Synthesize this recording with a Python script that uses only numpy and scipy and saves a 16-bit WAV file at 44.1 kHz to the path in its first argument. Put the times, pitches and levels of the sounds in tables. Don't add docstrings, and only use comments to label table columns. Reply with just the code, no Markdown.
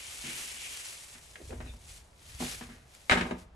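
import sys
import numpy as np
from scipy import signal
from scipy.fft import rfft, irfft, next_fast_len
from scipy.io import wavfile
from scipy.ndimage import uniform_filter1d

SR = 44100
rng = np.random.default_rng(int(sys.argv[2]) if len(sys.argv) > 2 else 0)


def unload_wav(signal):
    wavfile.write(
        sys.argv[1],
        SR,
        np.round(np.clip(np.atleast_2d(signal).T, -1, 1) * 32767).astype(np.int16),
    )


N = 156555
T = np.arange(N) / SR

# frequency_hz, density_db (relative)
STIR_SPECTRUM = [(100, -59), (220, -14), (500, -7.5), (900, -8), (1600, -4.5), (2500, -0.5), (4600, -2.5),
                 (7500, 0), (10000, -0.5), (12000, -3)]


def amp(db):
    return 10 ** (np.asarray(db) / 20)


def unit(x):
    return x / np.sqrt(np.mean(x ** 2) + 1e-20)


def read(points, hz):
    f, value = np.transpose(points)
    return np.interp(np.log(hz + 1), np.log(f + 1), value)


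def level(points):
    s, db = np.transpose(points)
    outside_s = np.maximum(0, np.maximum(s[0] - T, T - s[-1]))
    return amp(np.interp(T, s, db) - 200 * outside_s)


def add(mix, s, sound):
    part = mix[:, max(0, round(s * SR)):][:, :sound.shape[-1]]
    part += sound[..., :part.shape[1]]


def colour(x, points):
    size = 4096
    log_gain = np.log(amp(read(points, abs(np.fft.fftfreq(size, 1 / SR)))))
    response = np.exp(np.conj(signal.hilbert(log_gain)))
    taps = np.fft.ifft(response).real[:size // 2]
    return signal.fftconvolve(x, taps[None], axes=1)[:, :x.shape[1]]


def ring(x, modes):
    return sum(amp(db) * signal.lfilter(*signal.iirpeak(hz, hz / width, SR), x)
               for hz, width, db in modes)


def glide(x, hz, width):
    turn = np.exp(2j * np.pi * np.cumsum(hz) / SR)
    radius = np.exp(-np.pi * width / SR)
    baseband = signal.lfilter([1], np.poly([radius, radius]), x / turn)
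    return unit((turn * baseband).real)


def snaps():
    snaps_per_s, clump_db, clump_s = 9000, 1.3, 0.016
    hits = (rng.random((2, N)) < snaps_per_s / SR) * rng.choice([-1, 1], (2, N))
    clumps = unit(uniform_filter1d(rng.standard_normal(N), max(2, int(clump_s * SR))))
    return hits * amp(clump_db * clumps)


def husks():
    husks_per_s, spread_db, quality = 300, 3, 2.8
    pitches = np.geomspace(2150, 10800, 10)
    size = amp(spread_db * np.minimum(rng.exponential(size=(2, N)), 3.5))
    chance = husks_per_s / len(pitches) / SR
    crackle = np.zeros((2, N))
    for hz in pitches:
        hits = size * (rng.random(size.shape) < chance)
        crackle += ring(hits, [(hz, hz / quality, 0)]) / np.sqrt(hz)
    return unit(crackle)


def ticks():
    # start_s, peak_db
    stalks = [(0.096, -43), (0.1587, -30), (.3326, -33), (0.7726, -24), (0.953, -32), (2.3494, -33),
              (2.95, -34.5), (3.017, -41)]
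    decay_s = .0011
    out = np.zeros((2, N))
    for s, db in stalks:
        tick = colour(rng.standard_normal(out.shape) * np.exp(-T / decay_s), STIR_SPECTRUM)
        add(out, s, amp(db) * tick / abs(tick).max())
    return out


def scrape():
    # time_s, level_db
    strength = [(0, -49.5), (.19, -59.5), (.26, -46.5), (.45, -49), (.58, -52.5), (.66, -47), (.92, -59.5),
                (1.05, -73)]
    # frequency_hz, width_hz, level_db (each for one pass)
    wall_modes = [(2320, 570, 1.1), (2870, 710, 1.4)]
    return level(strength) * unit(ring(ring(snaps(), wall_modes), wall_modes))


def chaff():
    # time_s, level_db (before its gain below)
    stir_points = [(0, -47.5), (.12, -46), (.38, -40.5), (.56, -45), (.9, -44.5), (1.0, -49), (1.14, -51.5),
                   (1.2, -57), (1.28, -54), (1.39, -59.5), (1.47, -54.5), (1.58, -59.5), (1.72, -59.5),
                   (1.78, -63.5), (1.9, -51.5), (1.97, -53.5), (2.03, -64.5), (2.12, -70.5)]
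    # time_s, level_db (before its gain below)
    pour_points = [(2.17, -65), (2.28, -54), (2.385, -54.5), (2.41, -39.5), (2.53, -42.5), (2.56, -47.5),
                   (2.65, -55.5), (2.76, -63.5), (2.85, -70), (2.94, -58.5), (3.08, -62.5), (3.11, -43.5),
                   (3.23, -57.5), (3.28, -57.5), (3.365, -70), (3.385, -56), (3.43, -65), (3.49, -93.5),
                   (3.55, -92)]
    # frequency_hz, density_db (relative)
    pour_spectrum = [(100, -8), (900, -11), (2200, -3), (5000, -6)]
    stir_gain_db, pour_gain_db, husk_db = 2, 3.5, -10.5
    stir, pour = amp(stir_gain_db) * level(stir_points), amp(pour_gain_db) * level(pour_points)
    stirred = stir * unit(colour(snaps(), STIR_SPECTRUM))
    poured = pour * unit(colour(snaps(), pour_spectrum))
    coarse = amp(husk_db) * (stir + pour) * husks()
    return stirred + poured + coarse + ticks() + scrape()


def rumble():
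    # time_s, level_db
    gusts = [(0, -59.5), (1.08, -67), (1.16, -56), (1.36, -60), (1.48, -45), (1.68, -42.5), (1.79, -51.5),
             (2.2, -62), (2.35, -49), (3.08, -63), (3.13, -45), (3.55, -58)]
    # frequency_hz, density_db (relative)
    spectrum = [(20, -22), (34, -7), (55, 3.5), (150, -14.5), (600, -67)]
    return level(gusts) * unit(colour(rng.standard_normal((1, N)), spectrum))


def still_air():
    # frequency_hz, density_db (relative)
    spectrum = [(130, -6), (280, -12), (700, -9), (10000, -37.5)]
    air_db = -63
    return amp(air_db) * unit(colour(rng.standard_normal((2, N)), spectrum))


def knocks(rows, body, modes):
    knock_db, wall_db, strike_db = 14.5, 1, 3
    rise_share = 0.055
    spread_s = 0.00192
    tick_db = -4.5
    mode_width_hz, mode_loss = 13.3, 0.013
    chatter, blows = np.zeros((2, N)), np.zeros((2, N))
    t = np.arange(SR // 3) / SR
    for s, db, thump, crack, contact in rows:
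        envelope = (1 - np.exp(-t / (rise_share * contact))) * np.exp(-t / contact)
        burst = rng.standard_normal((2, len(t))) * envelope
        lags = rng.random(2) * spread_s
        blow = np.array([signal.unit_impulse(len(t), int(lag * SR)) for lag in lags])
        # Hz, dB
        hardness = [(380, thump), (520, 0.0099), (950, 0.01),
                    (1600, crack), (2800, crack), (5500, crack + tick_db)]
        add(chatter, s, amp(db) * colour(burst, hardness))
        add(blows, s, amp(db) * np.linalg.norm(burst[0]) * colour(blow, hardness))
    ringing = ring(blows, [(hz, mode_width_hz + mode_loss * hz, db) for hz, db in modes])
    return amp(knock_db) * colour(amp(wall_db) * chatter + amp(strike_db) * ringing, body)


def bumps():
    # start_s, body_db (before the knock gains), thump_db and crack_db (relative to the body),
    # contact_s (decay time constant)
    blows = [(.24, -66, 13, 17, 0.051), (.275, -60.5, 8, 10, 0.077), (.54, -64.5, -2, -13, 0.021),
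             (1.15, -68, 3.5, 15.5, 0.024), (1.356, -58.5, -7, 16.5, 0.0066), (1.506, -52.5, 3, 2, 0.01),
             (1.526, -51, 5, -2.5, 0.016), (1.603, -47.5, 0, -1, 0.017), (1.66, -58.5, 8, 1, 0.02),
             (1.737, -50, -2, -8.5, 0.0029), (2.404, -43.5, 4.5, -4.5, 0.026),
             (2.423, -40.5, 0.5, -28, 0.019), (2.61, -49.5, 2.5, 1.5, 0.025), (2.69, -64, 8, 7.5, 0.072)]
    # frequency_hz, density_db (relative)
    spectrum = [(25, -41), (150, 5.5), (620, -1), (2000, -0.5), (9000, -25)]
    # frequency_hz, level_db (relative)
    modes = [(151, 4.5), (243, 11.5), (334, 1), (449, 3), (624, 8.5), (727, 10), (968, -1.5)]
    return knocks(blows, spectrum, modes)


def drag():
    # time_s, level_db, resonance_hz
    contact_path = [(1.36, -69, 605), (1.42, -51, 370), (1.475, -67, 320), (1.521, -42, 500),
                    (1.585, -65, 320), (1.612, -53, 284), (1.74, -71, 198)]
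    width_hz, slips_per_s = 320, 810
    s, db, hz = np.transpose(contact_path)
    slips = rng.standard_normal((2, N)) * (rng.random(N) < slips_per_s / SR)
    return level(np.transpose([s, db])) * glide(slips, np.interp(T, s, hz), width_hz)


def squeak():
    # frequency_hz (at mid-squeak), width_hz (of each pole), level_db (relative)
    partials = [(2500, 380, -0.8), (3700, 290, -0.72)]
    start_s, length_s, squeak_db = 1.655, .065, -54.5
    sag = 0.14
    along = np.clip((T - start_s) / length_s, 0, 1)
    bend = 1 + sag * (.5 - along)
    tone = sum(amp(db) * glide(rng.standard_normal((2, N)), hz * bend, width)
               for hz, width, db in partials)
    return amp(squeak_db) * np.sin(np.pi * along) * unit(tone)


def clatter():
    # start_s, body_db (before the knock gains), thump_db and crack_db (relative to the body),
    # contact_s (decay time constant)
    bounces = [(3.096, -28.5, -10, 11.5, 0.0086), (3.111, -29, -8.5, 9, 0.019),
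               (3.119, -25.5, -1, 7.5, 0.017), (3.133, -35.5, 0, 2, 0.013), (3.157, -33, 6.5, 0, 0.0069),
               (3.173, -33.5, -4.5, 3.5, 0.028), (3.21, -39.5, 7, 11, 0.015),
               (3.252, -43.5, -1, -5.5, 0.053), (3.309, -32, 2.5, -4.5, 0.011)]
    # frequency_hz, density_db (relative)
    spectrum = [(25, -48), (110, 0), (600, 1.5), (1100, -2.5), (3700, -12.5), (5000, -19), (8500, -21),
                (12000, -46)]
    # frequency_hz, level_db (relative)
    modes = [(118, 2), (182, 10), (247, 11), (334, 5), (391, 3), (635, 3), (745, 3.5), (900, 4), (1242, 10),
             (1536, 1), (1610, 4), (1676, 1.5), (1801, 3.5), (1971, -2), (2099, 4), (2158, 1.5), (2950, 4),
             (3795, 4)]
    return knocks(bounces, spectrum, modes)


def thud():
    start_s, pitch_hz, thud_db, t60_s = 3.112, 82.6, -23.5, 0.068
    t = np.maximum(T - start_s, 0)
    return amp(thud_db - 60 * t / t60_s) * np.sin(2 * np.pi * pitch_hz * t)


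def shed(x):
    # frequency_hz, t60_s
    decay = [(200, 0.36), (2500, 0.36), (12000, 0.24)]
    hz, t, z = signal.stft(rng.standard_normal((2, SR)), SR, nperseg=256)
    tail = signal.istft(z * amp(-60 * t / read(decay, hz)[:, None]), SR)[1]
    tail[:, :SR // 200] = 0
    return signal.fftconvolve(x, tail / np.linalg.norm(tail[0]), axes=1)[:, :N]


def stereo(x, same, left):
    size = next_fast_len(N + 4096)
    hz, (a, b) = np.fft.rfftfreq(size, 1 / SR), rfft(x, size)
    likeness = np.clip(read(same, hz), -np.sqrt(.5), 1)
    tilt = amp(read(left, hz) / 2)
    mid, side = a * np.sqrt((1 + likeness) / 2), b * np.sqrt((1 - likeness) / 2)
    return irfft(np.array([(mid + side) * tilt, (mid - side) / tilt]), size)[:, :N]


def scene():
    # frequency_hz, # likeness (1 identical, negative opposed:
    chaff_same = [(100, 0.87), (600, 0.38), (2700, 0.05), (7000, 0.92), (12000, -.5)]
    knock_same = [(290, 0.99), (520, 0.51), (1300, 0.23), (2700, 0.19)]
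    # frequency_hz, left_minus_right_db
    chaff_left = [(1000, -0.5), (2200, 3), (8000, 0)]
    knock_left = [(600, -0.5), (1200, 0.5), (3800, 2.5), (7000, 5)]
    shed_chaff_db, shed_knock_db = -12.5, -9
    rustle = chaff()
    plastic = bumps() + drag() + squeak() + clatter()
    rustle = rustle + amp(shed_chaff_db) * shed(rustle) + still_air()
    plastic = plastic + amp(shed_knock_db) * shed(plastic)
    pair = stereo(rustle, chaff_same, chaff_left) + stereo(plastic, knock_same, knock_left)
    return pair + rumble() + thud()


def record(dry):
    edge_hz = 12300
    taps = signal.firwin(161, edge_hz, window=("kaiser", 8), fs=SR)
    return signal.oaconvolve(dry, taps[None], "same")


dry = scene()
out = record(dry)
unload_wav(out)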